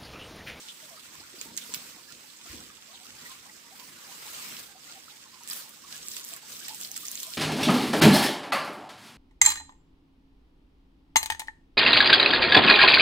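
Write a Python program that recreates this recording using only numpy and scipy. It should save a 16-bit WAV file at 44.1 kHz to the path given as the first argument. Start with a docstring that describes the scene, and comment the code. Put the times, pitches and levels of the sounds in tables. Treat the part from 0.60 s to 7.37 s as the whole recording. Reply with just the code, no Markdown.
"""A hose jet hisses and patters over a floor of whole bamboo poles under a thatched shelter.
The spray is shaped noise with droplet and gurgle tones; the poles drum as resonating noise.
Bubbles plink as gliding sines, squirts are narrow hiss, slaps of water are cracks with a splash.
Bare feet shift on the hollow poles and knock them in short, dull tones; the thatch adds scatter."""
import sys
import numpy as np
from scipy import signal
from scipy.fft import rfft, irfft
from scipy.io import wavfile
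from scipy.ndimage import uniform_filter1d

SR = 44100
rng = np.random.default_rng(int(sys.argv[2]) if len(sys.argv) > 2 else 0)


def persist_wave(psi):
    """Save psi, clipped to +-1, as 16-bit WAV."""
    counts = np.round(np.clip(psi, -1, 1) * 32767).astype(np.int16)
    wavfile.write(sys.argv[1], SR, np.atleast_2d(counts).T)


N = 298557  # length in samples

REST_DB = -55  # resting force of the jet


def amp(db):
    """Turn decibels into a plain multiplier."""
    return 10 ** (np.asarray(db) / 20)


def evened(x):
    """Scale a sound to an rms (average strength) of 1."""
    return x / np.sqrt(np.mean(x ** 2) + 1e-20)


def read(points, hz):
    """Read a table of (Hz, value) at any pitch, with pitch on a logarithmic scale."""
    f, value = np.transpose(points)
    return np.interp(np.log(hz + 1), np.log(f + 1), value)


def curves(rows, t):
    """Join the rows of a table with straight lines over time, one curve per column."""
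    seconds, *columns = np.transpose(rows)
    return [np.interp(t, seconds, column) for column in columns]


def add(mix, s, sound):
    """Lay a sound into the mix at s seconds, cut off at the end."""
    part = mix[:, round(s * SR):][:, :sound.shape[1]]
    part += sound[:, :part.shape[1]]


def sides(pan_db):
    """Left and right multipliers; a positive pan makes the left louder."""
    return amp(np.array([pan_db / 2, -pan_db / 2]))


def filtered(x, order, edge_hz, kind):
    """Keep only the part of a sound that lies on the wanted side of the edges."""
    return signal.sosfilt(signal.butter(order, edge_hz, kind, fs=SR, output="sos"), x)


def resonance(x, hz, width):
    """Let one pitch ring out of a sound, as a hollow does; width in Hz."""
    return signal.lfilter(*signal.iirpeak(hz, hz / width, SR), x)


# How alike the noise is on the left and right.
# Each row: pitch in Hz, likeness from 0 to 1.
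LIKENESS = [(60, 0.5), (130, 0.91), (290, 0.71), (640, 0), (1400, 0), (3100, 0.29), (15000, 0.)]


def pair_noise():
    """Two channels of noise, most alike in the bass and mostly unrelated in the treble."""
    a, b = rfft(rng.standard_normal((2, N)))
    same = np.clip(read(LIKENESS, np.fft.rfftfreq(N, 1 / SR)), 0, 1)
    right = same * a + np.sqrt(1 - same ** 2) * b
    return evened(irfft([a, right], N))


def grains(per_s, spread_db, lo_hz, hi_hz, cycles, rise, lag_s, count):
    """Sparse trains of short dying tones; each kind comes from its own side, a few are large."""
    size = amp(spread_db * np.minimum(rng.exponential(1, N), 5))
    size *= rng.random(N) < per_s / SR
    kind = rng.integers(0, count, N)
    out = np.zeros((2, N))
    for k, hz in enumerate(np.geomspace(lo_hz, hi_hz, count)):
        u, v, w = rng.random(3)
        starts = np.array([[lag_s * 2 * u + 0.0002506], [2e-4]])  # the left side starts later
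        turns = hz * (np.arange(2400) / SR - starts).clip(0)
        life = turns / (cycles * (.5 + v))
        tone = life * np.exp(-3 * life) * np.sin(2 * np.pi * turns * (1 + rise * life))
        tone *= sides(4.3 * (w - .5))[:, None] / np.linalg.norm(tone[1])
        out += signal.oaconvolve((size * (kind == k))[None], tone, axes=1)[:, :N]
    return evened(out)


# The jet on the poles.
# Each row: time in seconds, force in dB, fineness of the mist in dB.
JET_FORCE = [(0.0, -49.5, -8), (0.19, -53, -4.5), (0.24, -50, -4.5), (0.3, -52.5, -4), (0.5, -52.5, -5.5),
             (0.74, -53.5, -7.5), (0.813, -51, -1), (0.94, -52.5, -7), (1.03, -50.5, -4), (1.1, -49, -2.5),
             (1.2, -47, -7), (1.236, -48.5, -5), (1.437, -54.5, -5.5), (1.6, -53.5, -7), (1.64, -54, -3.5),
             (1.81, -53.5, -8.5), (1.91, -47.5, -5.5), (2.13, -55.5, -6.5), (2.4, -54.5, -7.5),
             (2.461, -52, -1.5), (2.516, -53.5, -8), (2.673, -48.5, -5), (2.795, -53.5, -6),
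             (3.09, -56, -6), (3.204, -52, -2.5), (3.368, -52.5, -5.5), (3.603, -48, -3.5),
             (3.807, -43.5, -3.5), (4.023, -47, -2.5), (4.081, -54, -3), (4.152, -57.5, -6.5),
             (4.28, -50.5, -7), (4.481, -55, -5), (4.644, -55, -8.5), (4.82, -55, -6), (4.865, -50.5, -7),
             (4.885, -48.5, 4), (4.91, -43, 1), (4.997, -44, 1.5), (5.062, -53, -4), (5.24, -55, -7),
             (5.34, -45.5, -5.5), (5.425, -49, -6.5), (5.47, -48, 1), (5.589, -46, 1.5), (5.624, -48, -8),
             (5.657, -48.5, 1), (5.738, -46.5, -1), (5.804, -54.5, -7), (5.869, -50.5, -4.5),
             (5.92, -43.5, -3), (5.988, -48.5, -2.5), (6.087, -44.5, -6), (6.13, -49.5, -2),
             (6.24, -43.5, -0.5), (6.304, -50.5, 0), (6.367, -46, -8), (6.4, -48, 0), (6.486, -45, -1),
             (6.77, -45, -2.5)]
# Tone colour of the spray within its low, middle and high bands.
# Each row: pitch in Hz, relative level per Hz in dB.
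SPRAY_COLOUR = [(450, -3.5), (650, -7), (850, -11.5), (1100, -3), (1600, -4.5), (2300, -3), (3000, -1.5),
                (5000, -0.5), (6800, -2.5), (7700, 0), (8600, -2.5), (11500, -4), (14700, -2), (15600, -1)]
# Form of the stream.
# Each row: time in seconds, share landing as separate droplets from 0 to 1,
# level of the low band at resting force in dB.
STREAM_FORM = [(0, 0.07, -61.5), (.5, 0.15, -57.5), (1, 0.07, -59), (1.5, 0.05, -59.5), (2.3, 0.24, -59),
               (3.3, 0, -58), (3.6, 0.11, -57), (4.05, 0.1, -56.5), (4.15, 0.07, -60.5), (4.3, 0.17, -58),
               (4.9, 0.1, -60), (5.3, 0.05, -60.5), (5.6, 0.46, -61.5), (5.82, 0, -59), (6, 0.21, -62.5),
               (6.4, 0.07, -63.5), (6.77, 0.13, -64.5)]
GURGLE_DB = -14.5  # small overlapping bubbles against the hiss, before the spectrum is flattened
LOW_FOLLOWS = 0.8  # dB of low band per dB of force
REST_PAN_DB, PAN_PER_DB = -8.5, 0.54  # a harder jet lands nearer the middle


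def spray(patchy_db=1.92, flicker_db=1.0):
    """Mist hiss, droplets and gurgle; a fine jet lifts the top band, a full stream the low band."""
    beads = grains(1100., 3.33, 2910.0, 10700.0, 2.07, 0.041, 5e-5, count=20)
    gurgle = grains(260., 2.2, 720.0, 1815.0, 22.8, 0.0775, 0.00018, count=16)
    drops = np.clip(curves(STREAM_FORM, np.arange(N) / SR)[0], 0, 1)
    drive = np.sqrt(1 - drops) * pair_noise() + np.sqrt(drops) * beads + amp(GURGLE_DB) * gurgle

    # Split into short moments and pitches, then flatten the spectrum
    hz, t, z = signal.stft(drive, SR, nperseg=256, noverlap=192)
    power = (abs(z) ** 2).mean(2)
    z *= np.sqrt(power.mean() / uniform_filter1d(power, size=5, axis=1))[:, :, None]

    force_db, fine_db = curves(JET_FORCE, t)
    above_rest_db = force_db - REST_DB
    full_db = curves(STREAM_FORM, t)[1] + LOW_FOLLOWS * above_rest_db - force_db

    # Chance patches in time and pitch; gobs of water light up all bands together
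    patches = rng.standard_normal((len(t), len(hz), 2)).T
    patches = uniform_filter1d(patches, size=4, axis=1)
    patches = evened(uniform_filter1d(patches, size=24, axis=2))
    flicker = evened(uniform_filter1d(rng.standard_normal(len(t)), size=8))

    high = np.clip((hz - 8000) / 1800, 0, 1)[:, None]
    low = np.clip((3000 - hz) / 900, 0, 1)[:, None]
    wide_db, narrow_db = 10 * np.log10(SR / np.array([6500, 1600]))  # band level to level per Hz
    band_db = (1 - high - low) * wide_db + high * (fine_db + wide_db) + low * (full_db + narrow_db)
    colour_db = read(SPRAY_COLOUR, hz)[:, None]
    z *= amp(colour_db + band_db + force_db + patchy_db * patches + flicker_db * flicker)

    # How much of the pan each pitch takes on; the housing shades the mid treble most
    facing = np.interp(hz, [600, 3500, 9000, 13000], [0.037, 0.63, 0.71, 0.3])[:, None]
    pan_db = REST_PAN_DB + PAN_PER_DB * above_rest_db
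    z *= (hz[:, None] > 400) * sides(pan_db * facing)
    return signal.istft(z, SR, nperseg=256, noverlap=192)[1][:, :N]


# Hollow modes of the bamboo, the pitches at which it rings.
# Each row: pitch in Hz, width in Hz, level in dB.
POLE_MODES = [(149, 48, -1.5), (245, 67, 2), (339, 88, 0.5), (520, 103, -3.5), (800, 230, -56)]
# Weight shifting on the poles.
# Each row: start in seconds, time to fade by 60 dB in seconds, hollow level in dB, deep level in dB.
WEIGHT_SHIFTS = [(0.56, .6, -62, -63), (0.73, 1.1, -66, -76), (0.85, 1.8, -55, -74),
                 (1.09, 2.1, -57.5, -70), (1.52, .5, -59.5, -69), (1.895, 0.76, -57, -54),
                 (1.93, 0.69, -50.5, -63), (2.5, 1, -64, -62), (3.06, 0.4, -61, -74),
                 (3.27, 0.84, -59.5, -69), (3.86, 1.1, -56, -72), (5.48, .4, -72, -69),
                 (6.1, 2.5, -61.5, -72)]
DRUM_DB, BOOM_DB = -65, -75.5  # hollow and deep part under the jet at resting force
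DRUM_FOLLOWS, WOBBLE_DB = 0.33, 1  # dB per dB of force; size of the slow wobble
SHIFT_RISE_S = 0.0075


def poles():
    """Shaking by jet and shifting weight rings the hollow modes; the deck booms below them."""
    t = np.arange(N) / SR
    wobble = uniform_filter1d(rng.standard_normal(N), size=4000)
    wobble = evened(uniform_filter1d(wobble, size=4000))
    above_rest_db = curves(JET_FORCE, t)[0] - REST_DB
    jet_power = amp(DRUM_FOLLOWS * above_rest_db + WOBBLE_DB * wobble) ** 2
    hollow_power = jet_power * amp(2 * DRUM_DB)
    deep_power = jet_power * amp(2 * BOOM_DB)
    for s, t60, hollow_db, deep_db in WEIGHT_SHIFTS:
        since = (t - s).clip(0)
        swell = (np.minimum(since / SHIFT_RISE_S, 1) * amp(-60 * since / t60)) ** 2
        hollow_power += amp(2 * hollow_db) * swell
        deep_power += amp(2 * deep_db) * swell

    shake = pair_noise()
    hollow = np.zeros((2, N))
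    for k, (hz, width, db) in enumerate(POLE_MODES[:4]):
        hollow += (-1) ** k * amp(db) * evened(resonance(shake, hz, width))
    hollow = evened(filtered(hollow, 2, [110, 600], "bandpass"))
    deep = evened(filtered(shake, 3, [50, 125], "bandpass"))
    return np.sqrt(hollow_power) * hollow + np.sqrt(deep_power) * deep * sides(2.1)[:, None]


FAINT_PER_S, FAINT_DB, FAINT_SPREAD_DB = 22, -62.5, 3  # middle level, and most it strays either way
FAINT_GLIDE = .14  # largest fall in pitch as a share; the largest rise is twice this


def faint_plinks():
    """Rows of weak bubbles at chance times and pitches, mostly gliding up."""
    when, size, pitch, glide, long = rng.random((round(FAINT_PER_S * N / SR), 5)).T
    db = FAINT_DB + FAINT_SPREAD_DB * (2 * size - 1)
    first_hz = 720 * 2.5 ** pitch
    last_hz = first_hz * (1 + FAINT_GLIDE * (3 * glide - 1))
    return list(zip(when * N / SR, db, first_hz, last_hz, .02 + .08 * long ** 2))


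# The clearest bubbles and drips in the run-off.
# Each row: start in seconds, level in dB, first pitch in Hz, last pitch in Hz, length in seconds.
CLEAR_PLINKS = [(0.028, -61, 898, 912, 0.057), (0.221, -58, 658, 520, 0.069),
                (0.279, -58.5, 990, 1160, 0.049), (0.303, -54, 735, 604, 0.073),
                (0.371, -54, 1300, 1290, 0.024), (0.544, -56, 1020, 1000, 0.032),
                (0.599, -58, 680, 1186, 0.054), (0.626, -54.5, 1390, 1480, 0.048),
                (0.854, -56.5, 864, 970, 0.09), (1.102, -51.5, 1014, 980, 0.06),
                (1.387, -59, 1060, 1180, 0.033), (1.48, -53.5, 1746, 1680, 0.028),
                (1.501, -52, 1400, 1370, 0.029), (1.862, -53, 1240, 1480, 0.035),
                (2.097, -54, 1160, 1140, 0.026), (2.18, -57, 880, 880, 0.024),
                (2.279, -61, 635, 744, 0.085), (2.333, -60, 760, 800, 0.042),
                (2.292, -58, 1085, 1110, 0.033), (2.393, -58.5, 702, 816, 0.065),
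                (2.45, -55, 1324, 1290, 0.03), (2.61, -62, 938, 956, 0.075),
                (2.653, -46.5, 2020, 1860, 0.034), (2.695, -49.5, 1084, 1050, 0.04),
                (2.894, -51, 2080, 1950, 0.014), (3.109, -51.5, 657, 974, 0.055),
                (3.187, -54, 962, 1036, 0.085), (3.415, -57, 1120, 1100, 0.044),
                (3.46, -55, 1334, 1370, 0.033), (3.479, -53, 775, 780, 0.049),
                (3.512, -50.5, 1000, 940, 0.027), (3.623, -54, 1310, 1377, 0.053),
                (3.653, -49, 853, 975, 0.035), (3.805, -51, 1445, 1490, 0.022),
                (4.148, -54.5, 788, 775, 0.04), (4.283, -54.5, 1434, 1340, 0.041),
                (4.352, -50, 794, 800, 0.049), (4.48, -47, 1280, 1330, 0.0087),
                (4.65, -55.5, 1060, 1060, 0.03), (4.723, -56.5, 986, 1030, 0.087),
                (4.802, -50.5, 1000, 925, 0.031), (4.883, -53, 1780, 1770, 0.1),
                (5.025, -61, 1062, 1170, 0.09), (5.237, -52, 1155, 1110, 0.031),
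                (5.325, -50, 1690, 1710, 0.053), (5.44, -58, 1220, 1160, 0.041),
                (5.714, -54, 710, 646, 0.047), (5.732, -54, 1096, 1186, 0.051),
                (5.762, -47, 1650, 1670, 0.018), (5.827, -52.5, 870, 894, 0.029),
                (6.005, -52, 1570, 1630, 0.045), (6.064, -51, 1820, 1690, 0.066),
                (6.092, -47.5, 837, 856, 0.066), (6.372, -52, 1320, 1300, 0.025),
                (6.43, -49.5, 1203, 1186, 0.033), (6.622, -56, 1073, 967, 0.12),
                (6.666, -52.5, 622, 675, 0.033), (6.719, -47.5, 1450, 1440, 0.012)]


def plinks(mix):
    """Each bubble rings as an unsteady sine that glides, swells fast, flutters and fades."""
    for s, db, first_hz, last_hz, length in CLEAR_PLINKS + faint_plinks():
        life = np.arange(0, 1, 1 / (length * SR))
        unsteady = uniform_filter1d(rng.standard_normal((2, SR // 4)), size=160, axis=1)
        waver, flutter = unsteady[:, :len(life)]
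        hz = (first_hz + (last_hz - first_hz) * life) * (1 + 0.56 * waver)
        turns = np.cumsum(hz) / SR
        lead = np.array([[0], [0.00016 * first_hz]]) * rng.uniform(0.12, 1.35)  # right is ahead
        swell = np.sin(np.pi * life ** 0.57) * (1 + 5.4 * flutter)
        tone = np.sin(2 * np.pi * (turns + lead))
        add(mix, s, amp(db) * swell * tone * sides(-0.68)[:, None])


# Brief squirts where water is squeezed through a gap.
# Each row: start in seconds, level of the hiss before its swell in dB, centre pitch in Hz,
# length in seconds.
GAP_SQUIRTS = [(0.077, -44.5, 3260, 0.06), (0.596, -50.5, 4390, 0.022), (0.784, -47.5, 4700, 0.04),
               (1.011, -44, 3340, 0.036), (1.882, -53, 1900, 0.091), (2.337, -49.5, 3850, 0.036),
               (2.702, -51, 3550, 0.042), (3.442, -52, 4950, 0.028), (4.498, -49, 3740, 0.03),
               (4.909, -34, 4800, 0.014), (5.508, -47, 5130, 0.061), (5.551, -48, 5030, 0.039),
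               (6.045, -43.5, 5080, 0.035), (6.244, -42, 4570, 0.015), (6.353, -43, 5050, 0.032),
               (6.629, -42.5, 3860, 0.027)]


def squirts(mix, breadth=0.3):
    """Hiss narrowed by the gap it is forced through."""
    for s, db, hz, length in GAP_SQUIRTS:
        hiss = rng.standard_normal((2, SR // 8))
        for _ in range(2):
            hiss = resonance(hiss, hz, breadth * hz)
        swell = np.sin(np.pi * np.arange(0, 1, 1 / (length * SR)) ** 0.5)
        add(mix, s, amp(db) * evened(hiss)[:, :len(swell)] * swell * sides(-0.75)[:, None])


# Slugs of water landing.
# Each row: start in seconds, level in dB, pitch in Hz, added level of the top edge in dB,
# level of the splash after it in dB.
WATER_SLAPS = [(0.086, -31.5, 3560, -23, -10.5), (0.2389, -44, 3330, -10, -15), (0.8132, -22, 7350, -9, -9),
               (0.967, -24, 7540, -12, -22), (0.9739, -29.5, 6980, 9, -17), (0.9759, -16, 6630, -17, -10.5),
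               (1.0395, -31, 7800, -5, -31), (1.124, -37, 5000, -8, -4), (1.1392, -17, 7600, -14, -16),
               (1.145, -19, 5450, -3.5, -7), (1.523, -39, 3860, -13, 0), (3.1976, -36.5, 3970, -8, -4),
               (3.967, -31, 3190, -13, -6), (4.835, -34.5, 6000, 1, -17), (4.8757, -26.5, 7840, -2, -17),
               (4.889, -25, 7750, -8, -18), (4.9005, -21, 8000, -2, -24), (4.933, -22, 8060, 5, -29),
               (5.0933, -38, 8440, 10.5, -24), (5.3258, -28, 4900, -23, -7), (5.346, -34, 6100, -12, -6),
               (5.365, -32, 6200, -19, -8), (5.4844, -20, 7700, -14, -41), (5.517, -26, 7000, -5, -31),
               (5.567, -24, 7450, -16, -7.5), (5.5965, -30.5, 4730, -6, -9), (5.6486, -29, 7320, 11, -31),
               (5.6879, -29, 8270, 3, -29), (5.9286, -29, 6300, -11, -24), (5.7376, -22.5, 7900, -9, -27),
               (5.7639, -31, 7750, 5.5, -21), (6.083, -22, 7860, -4, -11), (6.0948, -26.5, 4820, -10, -27),
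               (6.147, -25.5, 7700, 1, -20), (6.2049, -26, 7490, -17, -34), (6.213, -23.5, 7410, 5, -30),
               (6.234, -26, 6290, 1, -33), (6.2493, -24.5, 4500, -10, -37), (6.3158, -23, 6300, 5, -40),
               (6.343, -30, 5540, -11, -25), (6.364, -22, 7840, -14, -14), (6.367, -23, 7800, 0, -17),
               (6.377, -22, 7440, 3, -27), (6.454, -23.5, 7400, -4, -37), (6.4674, -27, 6360, 8, -33),
               (6.4837, -19.5, 6400, -15, -35), (6.5154, -26.5, 6400, 15, -40),
               (6.555, -20, 6950, -22, -28), (6.576, -25.5, 4040, -18, -25), (6.6022, -24, 5900, 4, -31),
               (6.6315, -21, 7460, 1, -20), (6.668, -28, 8100, -12, -18), (6.7052, -30, 8000, -3, -27),
               (6.737, -22.5, 4860, -23, -14)]
SLAP_PAN_DB, TOP_PAN_DB = -7, -1.5
SPLASH_T60_S = 0.013  # time for the splash to fade by 60 dB
SPATTER_DB, SPATTER_T60_S = -5, 0.13  # slower rain of drops, level against the splash


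def slaps(mix):
    """A crack of a few cycles as the slug lands, then the noisy scatter of its splash."""
    t = np.arange(9000) / SR
    late = (t - np.array([[5e-5], [0]])).clip(0)  # the right side hears it first
    tail = amp(-60 * t / SPLASH_T60_S) + amp(SPATTER_DB - 60 * t / SPATTER_T60_S)
    for s, db, hz, top_db, splash_db in WATER_SLAPS:
        noise = rng.standard_normal((2, len(t)))
        crack = np.sin(2 * np.pi * hz * late) * late / 0.00023 * np.exp(1 - late / 0.00023)
        impact = 0.5 * late / 0.0012 * np.exp(1 - late / 0.00039)
        burst = noise * (impact + amp(splash_db) * tail * (late > 0))
        body = filtered(burst, 2, [2000, 9000], "bandpass")
        top = 2 * amp(top_db) * filtered(burst, 2, 9000, "highpass")
        slap = sides(SLAP_PAN_DB)[:, None] * (crack + body) + sides(TOP_PAN_DB)[:, None] * top
        add(mix, s, amp(db) * slap)


# Knocks of feet and hose on the poles.
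# Each row: start in seconds, level in dB, pitch in Hz.
POLE_KNOCKS = [(0.6, -50, 310), (0.738, -39, 365), (0.781, -47, 274), (0.815, -48.5, 435),
               (0.858, -44, 253), (0.882, -39.5, 228), (0.918, -43, 194), (0.945, -50, 346),
               (1.093, -43, 450), (1.104, -57, 237), (1.136, -40.5, 250), (1.168, -43.5, 217),
               (1.368, -51, 310), (1.871, -50, 344), (1.898, -36, 66), (1.944, -39, 78), (1.932, -38, 331),
               (1.94, -35, 253), (1.97, -40, 300), (1.99, -49, 245), (2.03, -48, 240), (2.49, -51, 254),
               (2.636, -50, 245), (3.928, -42, 250)]
HEAVY_DB, HEAVY_RING = -43.5, 0.93  # blows above this level ring longer, dB of ring time per dB
KNOCK_T60_S, HARD_DB = 0.037, 0.5  # for light blows: fade by 60 dB, level of the upper modes


def knocks(mix):
    """A dull blow: a short tone at its own pitch that also rings the upper hollow modes."""
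    t = np.arange(9000) / SR
    upper = np.zeros(len(t))
    for hz, width, db in POLE_MODES[2:]:
        upper += amp(db) * np.exp(-np.pi * width * t) * np.sin(2 * np.pi * hz * t)
    upper /= abs(upper).max()
    for s, db, hz in POLE_KNOCKS:
        heavy_db = max(db - HEAVY_DB, 0)
        t60 = KNOCK_T60_S * amp(HEAVY_RING * heavy_db)
        tone = amp(-60 * t / t60) * np.sin(2 * np.pi * hz * t)
        blow = tone + amp(HARD_DB - heavy_db) * upper  # heavy blows are duller
        onset = 1 - np.exp(-t / (0.00061 + 0.001 * heavy_db))
        add(mix, s, amp(db) * onset * blow * sides(.4)[:, None])


def shelter(x, t60=0.055):
    """Short scatter from thatch and posts: sparse taps of random sign, other taps per side."""
    t = np.arange(6000) / SR
    taps = rng.choice([-1., 1.], (2, len(t))) * (rng.random((2, len(t))) < .05)
    taps *= amp(-60 * t / t60) * (t > .002)
    taps = filtered(taps, 2, 200., "highpass")  # the scatter carries no bass
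    return signal.oaconvolve(x, taps / np.linalg.norm(taps[0]), axes=1)[:, :N]


def scene():
    """Mix the single hits with their scatter, the spray and the drumming poles."""
    hits = np.zeros((2, N))
    plinks(hits)
    squirts(hits)
    slaps(hits)
    knocks(hits)
    return spray() + poles() + hits + amp(-8.5) * shelter(hits)


def record(dry):
    """The microphone's bass cut, then the limit at the top of the treble."""
    cut = filtered(dry, 2, 40., "highpass")
    treble_limit = signal.firwin(511, 15600, window=("kaiser", 9), fs=SR)
    return signal.oaconvolve(cut, treble_limit[None], "same")


dry = scene()
out = record(dry)
persist_wave(out)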